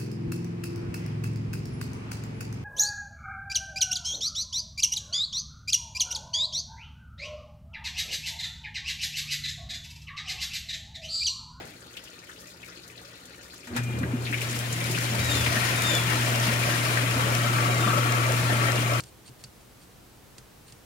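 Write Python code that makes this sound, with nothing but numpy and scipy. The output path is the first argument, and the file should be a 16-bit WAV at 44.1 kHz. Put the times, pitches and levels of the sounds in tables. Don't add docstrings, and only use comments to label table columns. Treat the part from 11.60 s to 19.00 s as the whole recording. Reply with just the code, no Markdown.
import sys
import numpy as np
from scipy import signal
from scipy.fft import rfft, irfft
from scipy.io import wavfile

SR = 44100
rng = np.random.default_rng(int(sys.argv[2]) if len(sys.argv) > 2 else 0)


def generate_wav(signal):
    frames = np.transpose(np.atleast_2d(signal))
    scaled = np.clip(frames, -1, 1) * 32767
    pcm = np.round(scaled).astype(np.int16)
    wavfile.write(sys.argv[1], SR, pcm)


N = 326340
TIME = np.arange(N) / SR
FREQS = np.maximum(np.arange(N // 2 + 1) * SR / N, 1)

# t/s, churn level/dB, spray level/dB
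JET_LEVELS = [(2.3, -47, -75), (2.6, -48.5, -55), (2.85, -40, -41), (3.0, -40.5, -43.5), (3.22, -39, -41),
              (3.57, -36.5, -39.5), (3.75, -36, -34), (4.15, -33.5, -35.5), (4.53, -33.5, -36.5),
              (7.09, -33.5, -40.5), (7.4, -35.5, -40.5)]
# t/s, level/dB, t60/s
SNAP_EVENTS = [(0.054, -33, .1), (0.3666, -30.5, .1), (0.4379, -33, 0.1), (0.7946, -36, 0.29),
               (0.87, -35.5, 0.27), (1.046, -35, 0.26), (1.2775, -34, 0.18), (1.4496, -37, .07),
               (1.6546, -33.5, .06), (1.828, -38, 0.26), (1.932, -28.5, .08), (1.978, -35, .1),
               (2.232, -29, .12), (2.387, -30, 0.092), (2.62, -30.5, 0.34), (2.712, -30, 0.1),
               (2.808, -18, .15), (2.895, -31, 0.18), (2.9496, -21, .14), (2.9905, -23, .1),
               (3.126, -19, 0.067), (3.3108, -17, 0.19), (3.405, -22, 0.24), (3.646, -18, .08),
               (3.8775, -19, .05), (4.2207, -12, 0.11), (5.6286, -21, 0.049)]
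# t/s, level/dB
NEAR_GURGLE_LEVELS = [(3.3, -65), (3.9, -42), (5.5, -38), (6.0, -31.5), (6.17, -32), (6.3, -28),
                      (6.55, -29), (6.75, -34), (7.4, -32.5)]
FAR_GURGLE_LEVELS = [(3.1, -50), (3.9, -33), (5.3, -38.5), (6.0, -43), (7.4, -45)]
# f/Hz, width/Hz, level/dB
NEAR_RESONANCES = [(335, 55, -6), (1160, 75, 0), (1310, 85, 1)]
FAR_RESONANCES = [(670, 120, -5), (1036, 45, 1.5), (1447, 160, -1), (1870, 93, 2.5), (2370, 380, -5)]
# t/s, level/dB
KNOCK_EVENTS = [(6.270, -13), (6.276, -12.5), (6.298, -18), (6.324, -18), (6.331, -18)]
# t/s, length/s, level/dB, f/Hz
GULP_EVENTS = [(3.937, 0.05, -29, 1800), (3.99, 0.031, -32.5, 2280), (4.485, 0.061, -29, 1937),
               (4.882, 0.047, -34, 1780), (5.012, 0.037, -30.5, 2300), (5.065, .1, -32, 1694),
               (5.838, .04, -33, 1420), (6.286, 0.035, -33, 1450), (6.619, .05, -36.5, 2135),
               (6.868, 0.076, -29.5, 1860), (6.985, .03, -34, 1920), (7.062, 0.052, -26.5, 1820)]
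# t/s, level/dB, f/Hz, t60/s
BIG_SPLASHES = [(0.3685, -26.5, 2920, 0.07), (0.4725, -37, 2850, 0.067), (0.69, -33.5, 1500, 0.12),
                (0.9, -41, 3900, 0.15), (1.029, -31.5, 2210, 0.08), (1.232, -38, 4500, .08),
                (1.3755, -35, 3720, 0.07), (1.932, -35, 1530, 0.044), (2.4304, -18.5, 1650, .04),
                (2.65, -28.5, 3700, 0.15), (2.6648, -26.5, 2250, 0.22), (2.726, -15.5, 1880, 0.04),
                (2.7325, -14, 2400, 0.02), (2.7405, -13.5, 2170, 0.034), (2.779, -24.5, 2600, .06),
                (2.8134, -18, 2430, .05), (2.908, -25, 7200, 0.054), (3.128, -23, 7030, 0.045),
                (3.2051, -23.5, 2060, 0.11), (3.347, -18.5, 2600, 0.073), (3.375, -20.5, 1500, .06),
                (3.86, -17, 2300, 0.11), (5.3707, -11, 1680, .05), (5.98, -12.5, 1690, .04)]
# t/s, level/dB, f/Hz
GLUG_EVENTS = [(2.408, -20.5, 254), (2.43, -22, 178), (2.535, -16, 246), (3.512, -26, 214),
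               (4.724, -26, 230), (4.88, -21.5, 226), (5.56, -22, 262), (6.261, -22, 211)]
# t/s, length/s, boom level/dB, rumble level/dB
PIPE_SLUGS = [(2.102, 0.12, -41, -38), (2.237, 0.45, -46, -39), (2.773, 0.18, -45, -71),
              (3.567, 0.41, -37.5, -51), (5.552, 0.061, -33, -44)]
# t/s, level/dB
HUM_LEVELS = [(2.3, -34), (3.1, -34), (3.75, -31), (4.15, -32.3), (4.65, -29), (5.2, -30), (6.1, -27.5),
              (6.9, -27), (7.4, -28.5)]
# multiple of the mains frequency, level/dB
HUM_HARMONICS = [(2, 1), (3, -33), (4, -17), (6, -30)]
# t/s, level/dB
SWITCH_CLACKS = [(2.07, -33.5), (2.1616, -18.5), (2.174, -32)]
# f/Hz, level/dB
DRONE_TONES = [(120, -63), (178, -64.5)]
# t/s, length/s, top f/Hz, last f/Hz, level/dB
BIRD_WHISTLES = [(3.6, .28, 3850, 3310, -35.5), (4.16, .29, 3730, 3310, -35),
                 (6.07, .26, 3860, 3420, -43.5)]

# f/Hz, level/dB
FROTH_SPECTRUM = [(150, -56), (600, -38), (900, -40), (1150, -18), (1550, -5), (1850, -2.5), (2200, -1.5),
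                  (2550, -4), (3100, -8), (4200, -17), (7000, -11), (15000, -19.5)]
HEAVE_SPECTRUM = [(100, -42), (250, -13), (440, -8), (560, -2.5), (680, -2.5), (800, -4.5), (920, -6),
                  (1100, -3.5), (1600, -3), (8000, -56)]
SPRAY_SPECTRUM = [(2000, 2.5), (4000, 2), (5600, -0.5), (6300, -3), (7100, -2), (8200, -9), (9900, -1),
                  (11500, -10), (12800, -7), (15000, -12)]
SNAP_SPECTRUM = [(1500, -19), (4000, 1.5), (7000, 4.5), (10000, 0), (15000, -3.5)]
RUMBLE_SPECTRUM = [(20, -45), (60, -24), (110, -1.5), (190, -4.5), (290, -4), (420, -11), (700, -13),
                   (1500, -14.5), (6000, -72)]
BOOM_SPECTRUM = [(15, -45), (30, -36), (45, -45), (62, 7), (84, 22), (110, 10), (200, -49)]
CABINET_SPECTRUM = [(30, -30), (200, -19), (900, -1), (1180, -9), (1450, -1), (1900, -2.5), (2200, -13),
                    (2450, -6.5), (3100, -10), (4200, -9.5), (8000, -10), (15000, -20)]
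YARD_SPECTRUM = [(25, -16), (60, 6.5), (130, -1.5), (490, -2.5), (630, -7), (850, -10.5), (1030, -12.5),
                 (1180, -4.5), (2900, -10), (4200, -8), (5600, -13), (7000, -8.5), (8300, -18),
                 (10000, -13.5), (15000, -24)]
OPENING_BUMP_SPECTRUM = [(40, -18), (145, 2), (320, -1.5), (550, -2), (780, 2), (1100, -15), (1500, -4),
                         (4000, -17), (15000, -51)]

# f/Hz, level/dB
MIC_BALANCE = [(100, 1), (400, 0), (750, -0.5), (1300, 7), (3000, 6.5), (4800, 5), (6300, 0.5), (8200, 2.5),
               (9800, 7), (11500, 5), (15000, 8)]
# f/Hz, share of the power
DIRECT_SHARE = [(100, 0.88), (300, 0.97), (750, 0.5), (1200, 0.3), (2500, 0.21), (4500, 0.047),
                (9000, 0.029)]

SWITCH_ON_S, RUNNING_S = 2.07, 2.16
MIC_LAG_S = 0.0004085


def jets(heave_db=-5.5, heave_growth_db_per_s=1.36):
    churn, _ = gains(JET_LEVELS)
    heave_gain = from_db(heave_db + heave_growth_db_per_s * since(RUNNING_S))
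    large = bubbles(count=1500, low_hz=331.5, high_hz=1328, cycles=24, spread_db=2, rise=0.055)
    heave = coloured(in_tub(large, t60=0.15) + from_db(-0.5) * wash(), HEAVE_SPECTRUM)
    small = bubbles(count=7000, low_hz=907, high_hz=4704, cycles=50, spread_db=2, rise=0.04)
    froth = coloured(in_tub(small, t60=0.1) + from_db(3.5) * wash(), FROTH_SPECTRUM)
    return churn * (heave_gain * heave + from_db(3) * froth)


def spray():
    _, level = gains(JET_LEVELS)
    drops = in_tub(clicks(per_s=800, spread_db=-10) * rng.choice([-1, 1], N), t60=0.038)
    surges = surging(per_s=110, spread_db=3, fade_s=0.011)
    hiss = coloured(drops, SPRAY_SPECTRUM) + from_db(16) * coloured(wash(), SPRAY_SPECTRUM)
    mist = rms_one(hiss * np.sqrt(0.5 + surges))
    tiny = bubbles(count=700, low_hz=3500, high_hz=12960, cycles=40, spread_db=3, rise=0.023)
    fizz = coloured(in_tub(tiny, t60=0.1), SPRAY_SPECTRUM)
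    snap_level, t = np.zeros(N), TIME[:SR // 4]
    for s, db, t60 in SNAP_EVENTS:
        add(snap_level, s, from_db(db - 60 * t / t60))
    snap_level *= np.sqrt(surging(per_s=500, spread_db=2.5, fade_s=0.002))
    bursts = clicks(per_s=45, spread_db=4.5) * rng.choice([-1, 1], N)
    pops = coloured(in_tub(bursts, t60=0.012), SNAP_SPECTRUM)
    snaps = from_db(-12.5) * snap_level * coloured(wash(), SNAP_SPECTRUM)
    return level * (from_db(4.5) * mist + from_db(-5.5) * fizz + from_db(-6.5) * pops) + snaps


def gurgle(levels, resonances):
    level, = gains(levels)
    collapses = clicks(per_s=900 * surging(per_s=90, spread_db=1, fade_s=0.025), spread_db=1)
    kicks = rms_one(collapses * rng.standard_normal((2, N)))
    drive = at_mics(kicks[0], kicks) + from_db(-1) * wash()
    rings = [from_db(db) * resonate(resonate(drive, hz, width), hz, 3 * width)
             for hz, width, db in resonances]
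    return level * rms_one(sum(rings))


def knocks(t60=0.045):
    out, t = np.zeros(N), TIME[:SR // 8]
    for s, db in KNOCK_EVENTS:
        pitches = [hz * rng.uniform(0.97, 1.02) for hz, _, _ in NEAR_RESONANCES[1:]]
        ring = sum(np.sin(2 * np.pi * hz * t) for hz in pitches) / 2
        add(out, s, from_db(db - 60 * t / t60) * attack(t, 0.002) * ring)
    return out * from_db([[3], [-3]]) + from_db(-3) * in_tub(out, t60=0.06)


def gulps(bubbles_per_s=220, spread_octaves=0.15):
    out = np.zeros(N)
    for s, length, db, hz in GULP_EVENTS:
        cluster, span = np.zeros(SR // 4), int(length * SR)
        for when, pitch, size in rng.random((int(bubbles_per_s * length), 3)):
            ring = bubble(hz * 2 ** (spread_octaves * (2 * pitch - 1)), cycles=60, rise=0.05)
            swell = 0.5 + np.sin(np.pi * when)
            start = int(when * span)
            cluster[start:start + len(ring)] += (0.5 + size) * swell * ring
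        add(out, s, from_db(db) * cluster * np.sqrt(span / np.sum(cluster ** 2)))
    return in_tub(out, t60=0.049)


def splashes(width_share=0.42, scatter_db=-16, scatter_t60=0.27):
    out, pockets, t = np.zeros((2, N)), np.zeros(N), TIME[:SR // 6]
    drops = wash()
    for s, db, hz, t60 in list(BIG_SPLASHES) + small_splashes() + drips():
        start = rng.integers(N - len(t))
        spatter = rms_one(drops[:, start:start + len(t)])
        ring = rms_one(resonate(resonate(spatter, hz, width_share * hz), hz, width_share * hz))
        fade = from_db(-60 * t / t60) + from_db(scatter_db - 60 * t / scatter_t60)
        add(out, s, from_db(db) * attack(t, 0.0022) * fade * (ring + from_db(-19) * spatter))
        add(pockets, s, from_db(db) * bubble(hz, cycles=35, rise=0.1))
    return from_db(-6.5) * out + from_db(-10) * in_tub(pockets, t60=0.056)


def small_splashes(count=16, t60=0.023, middle_hz=2050, spread_octaves=0.4, spread_db=2):
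    s, churn_db, _ = np.transpose(JET_LEVELS)
    when = rng.uniform(s[1], TIME[-1], count)
    size, pitch = np.clip(rng.standard_normal((2, count)), -2, 2)
    db = np.interp(when, s, churn_db) + 8 + spread_db * size
    hz = middle_hz * 2 ** (spread_octaves * pitch)
    return list(zip(when, db, hz, np.full(count, t60)))


def drips(count=75, t60=0.06, until_s=3.0, low_hz=1200, high_hz=8000, spread_db=1.6):
    when, pitch, size = rng.random((3, count))
    db = -43.5 + spread_db * np.minimum(-np.log(1 - size), 3)
    hz = low_hz * (high_hz / low_hz) ** pitch
    return list(zip(when * until_s, db, hz, np.full(count, t60)))


def pipes(glug_t60=0.11):
    rumble, boom = pipe_levels()
    pockets = bubbles(count=900, low_hz=135.3, high_hz=653, cycles=46, spread_db=1.5, rise=0.095)
    bubbling = coloured(in_tub(pockets, t60=0.15), RUMBLE_SPECTRUM)
    glugs, t = np.zeros(N), TIME[:SR // 3]
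    for s, db, hz in GLUG_EVENTS:
        add(glugs, s, from_db(db - 60 * t / glug_t60) * attack(t, 0.0026) * np.sin(2 * np.pi * hz * t))
    flow = rms_one(coloured(wash(), RUMBLE_SPECTRUM) + from_db(1.5) * bubbling)
    return rumble * flow + boom * coloured(wash(), BOOM_SPECTRUM) + from_db(0.5) * glugs


def pipe_levels(fill_s=1.06, uneven_db=1.5):
    filled = np.sqrt(attack(since(SWITCH_ON_S), fill_s))
    rumble = filled * from_db(-36 + uneven_db * drift(15))
    boom = filled * from_db(-48.5 + uneven_db * drift(5))
    for s, length, boom_db, rumble_db in PIPE_SLUGS:
        swell = np.sqrt(np.abs(np.sin(np.linspace(0, np.pi, int(length * SR)))))
        add(boom, s, from_db(boom_db) * swell)
        add(rumble, s, from_db(rumble_db - 2.5) * swell)
    return rumble, boom


def pump(mains_hz=60.02, whine_hz=2420):
    age, to_go = since(RUNNING_S), np.maximum(RUNNING_S - TIME, 0)
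    load_db = 10 * np.exp(-age / 0.1)
    hum_level = attack(age, 0.039) * from_db(np.interp(TIME, *np.transpose(HUM_LEVELS)) + load_db)
    phase = 2 * np.pi * mains_hz * TIME + 0.05 * drift(2.9)
    mic_phases = phase - 2 * np.pi * mains_hz * np.array([[0], [MIC_LAG_S]])
    tones = sum(from_db(db) * np.sin(multiple * mic_phases + rng.uniform(0, 2 * np.pi))
                for multiple, db in HUM_HARMONICS)
    hum = np.sqrt(2) * hum_level * tones * from_db([[0.7], [-0.7]])
    growl_level = (TIME > SWITCH_ON_S) * from_db(-32 - 203 * to_go - 500 * age)
    growl = np.sqrt(2) * growl_level * np.sin(4 * phase + 0.29 * drift(12))
    whine_level = attack(age, 0.01) * from_db(-44 - 25 * age)
    whine = rms_one(from_db(2 * drift(20)) * np.sin(2 * np.pi * whine_hz * TIME + drift(14)))
    return hum + growl + whine_level * whine * from_db([[2], [-2]])


def switch(t60=0.076, rattle_t60=0.26):
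    blows, rattles, t = np.zeros(N), np.zeros(N), TIME[:SR // 3]
    for s, db in SWITCH_CLACKS:
        add(blows, s, from_db(db - 5 - 60 * t / t60) * attack(t, 0.003))
        add(rattles, s, from_db(db - 14 - 60 * t / rattle_t60) * attack(t, 0.003))
    starting = (TIME > SWITCH_ON_S) * (TIME < RUNNING_S)
    shaking = starting * from_db(-37.5 - 650 * np.abs(RUNNING_S - TIME))
    cabinet = coloured(wash(), CABINET_SPECTRUM)
    return blows * cabinet + (rattles + shaking) * rms_one(resonate(cabinet, hz=1750, width_hz=2000))


def still_tub(bump_fade_s=0.063):
    trickle = bubbles(count=2600, low_hz=245, high_hz=5050, cycles=24, spread_db=1, rise=0.089)
    patter = in_tub(trickle, t60=0.16)
    foam = surging(per_s=110, spread_db=3, fade_s=0.004)
    crackle = from_db(-58) * np.sqrt(foam) * coloured(wash(), SNAP_SPECTRUM)
    air = wash()
    yard = from_db(-49) * coloured(air + from_db(-0.5) * patter, YARD_SPECTRUM)
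    bump = from_db(-40) * np.exp(-TIME / bump_fade_s) * coloured(air, OPENING_BUMP_SPECTRUM)
    drone = sum(from_db(db + 2 * drift(4.1)) * np.sin(2 * np.pi * hz * TIME + 0.32 * drift(2.8))
                for hz, db in DRONE_TONES)
    return yard + crackle + bump + np.sqrt(2) * drone


def bird(waver=0.0045, flutter_db=3, second_voice_ratio=1.75):
    out, wobble = np.zeros(N), waver * drift(46)
    for s, length, top_hz, last_hz, db in BIRD_WHISTLES:
        progress = np.linspace(0, 1, int(length * SR))
        glide = np.interp(progress, [0, 0.1, 0.2, 1], [0.97 * top_hz, top_hz, top_hz, last_hz])
        hz = glide * (1 + wobble[int(s * SR):][:len(progress)])
        phase = 2 * np.pi * np.cumsum(hz) / SR
        swell = np.abs(np.sin(np.pi * progress))
        octave = from_db(-5.5) * swell ** 4 * np.sin(2 * phase)
        second = from_db(-10) * np.cos(np.pi * progress / 2) ** 2 * np.sin(second_voice_ratio * phase)
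        add(out, s, from_db(db) * swell ** 0.6 * (np.sin(phase) + octave + second))
    out *= from_db(flutter_db * drift(25))
    return from_db(1.5) * out + from_db(-1) * in_tub(out, t60=0.25)


def bubble(hz, cycles, rise):
    t60 = cycles / hz
    age = TIME[:int(t60 * SR) + 2] / t60
    return from_db(-60 * age) * np.sin(2 * np.pi * cycles * age * (1 + rise * age))


def bubbles(count, low_hz, high_hz, cycles, spread_db, rise):
    out = np.zeros(N)
    for when, pitch, size, life in rng.random((count, 4)):
        hz = low_hz * (high_hz / low_hz) ** pitch
        height = hz * from_db(spread_db * min(-np.log(1 - size), 3))
        add(out, when * TIME[-1], height * bubble(hz, cycles * (0.5 + life), rise))
    return rms_one(out)


def clicks(per_s, spread_db):
    return (rng.random(N) < per_s / SR) * from_db(spread_db * np.minimum(rng.exponential(1, N), 4))


def surging(per_s, spread_db, fade_s, rise_s=0.0012):
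    surges = clicks(per_s, spread_db) + 1e-18
    for smooth_s in (fade_s, rise_s):
        surges = signal.lfilter([1], [1, -np.exp(-1 / (smooth_s * SR))], surges)
    return surges / surges.mean()


def wash():
    return at_mics(rng.standard_normal(N), rng.standard_normal((2, N)))


def in_tub(x, t60):
    t = TIME[:SR // 4]
    tails = rng.standard_normal((2, len(t))) * from_db(-60 * t / t60)
    tails /= np.sqrt(np.sum(tails ** 2, axis=1, keepdims=True))
    return at_mics(x, signal.fftconvolve(x[None], tails, axes=1)[:, :N])


def at_mics(straight, scattered, shell_hz=455):
    share = on_freqs(DIRECT_SHARE)
    both = np.sqrt(share) * rfft(straight) + np.sqrt(1 - share) * rfft(scattered)
    lag_s = MIC_LAG_S * (1 - np.exp(-(FREQS / shell_hz) ** 2))
    both[1] *= np.exp(-2j * np.pi * FREQS * lag_s)
    sides = from_db(on_freqs(MIC_BALANCE) * np.array([[0.5], [-0.5]]))
    return irfft(both * sides / np.sqrt(np.mean(sides ** 2, axis=0)), N)


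def resonate(x, hz, width_hz):
    r = np.exp(-np.pi * width_hz / SR)
    feedback = [1, -2 * r * np.cos(2 * np.pi * hz / SR), r * r]
    return signal.lfilter(np.array([1, 0, -1]) * (1 - r * r) / 2, feedback, x + 1e-18)


def coloured(x, spectrum):
    return rms_one(irfft(rfft(x) * from_db(on_freqs(spectrum)), N))


def on_freqs(points):
    hz, value = np.transpose(points)
    return np.interp(np.log(FREQS), np.log(hz), value)


def drift(rate_hz):
    return rms_one(irfft(rfft(rng.standard_normal(N)) / (1 + (FREQS / rate_hz) ** 2), N))


def gains(rows, fade_in_s=0.31):
    s, *columns = np.transpose(rows)
    fade_in = np.clip(1 + (TIME - s[0]) / fade_in_s, 0, 1)
    return [from_db(np.interp(TIME, s, db)) * fade_in for db in columns]


def attack(t, rise_s):
    return 1 - np.exp(-t / rise_s)


def since(s):
    return np.maximum(TIME - s, 0)


def add(out, s, sound):
    i = int(np.clip(s * SR, 0, N - 1))
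    out[..., i:i + sound.shape[-1]] += sound[..., :N - i]


def from_db(db):
    return 10 ** (np.asarray(db) / 20)


def rms_one(x):
    return x / np.sqrt(np.mean(x ** 2) + 1e-20)


def scene():
    gurgles = gurgle(FAR_GURGLE_LEVELS, FAR_RESONANCES) + gurgle(NEAR_GURGLE_LEVELS, NEAR_RESONANCES)
    bubbling = gurgles + knocks() + gulps()
    return still_tub() + pump() + switch() + pipes() + jets() + bubbling + spray() + splashes() + bird()


def record(dry, low_cut_hz=48, high_cut_hz=15800):
    thinned = signal.sosfilt(signal.butter(2, low_cut_hz, "high", fs=SR, output="sos"), dry)
    return irfft(rfft(thinned) / np.sqrt(1 + (FREQS / high_cut_hz) ** 400), N)


dry = scene()
out = record(dry)
generate_wav(out)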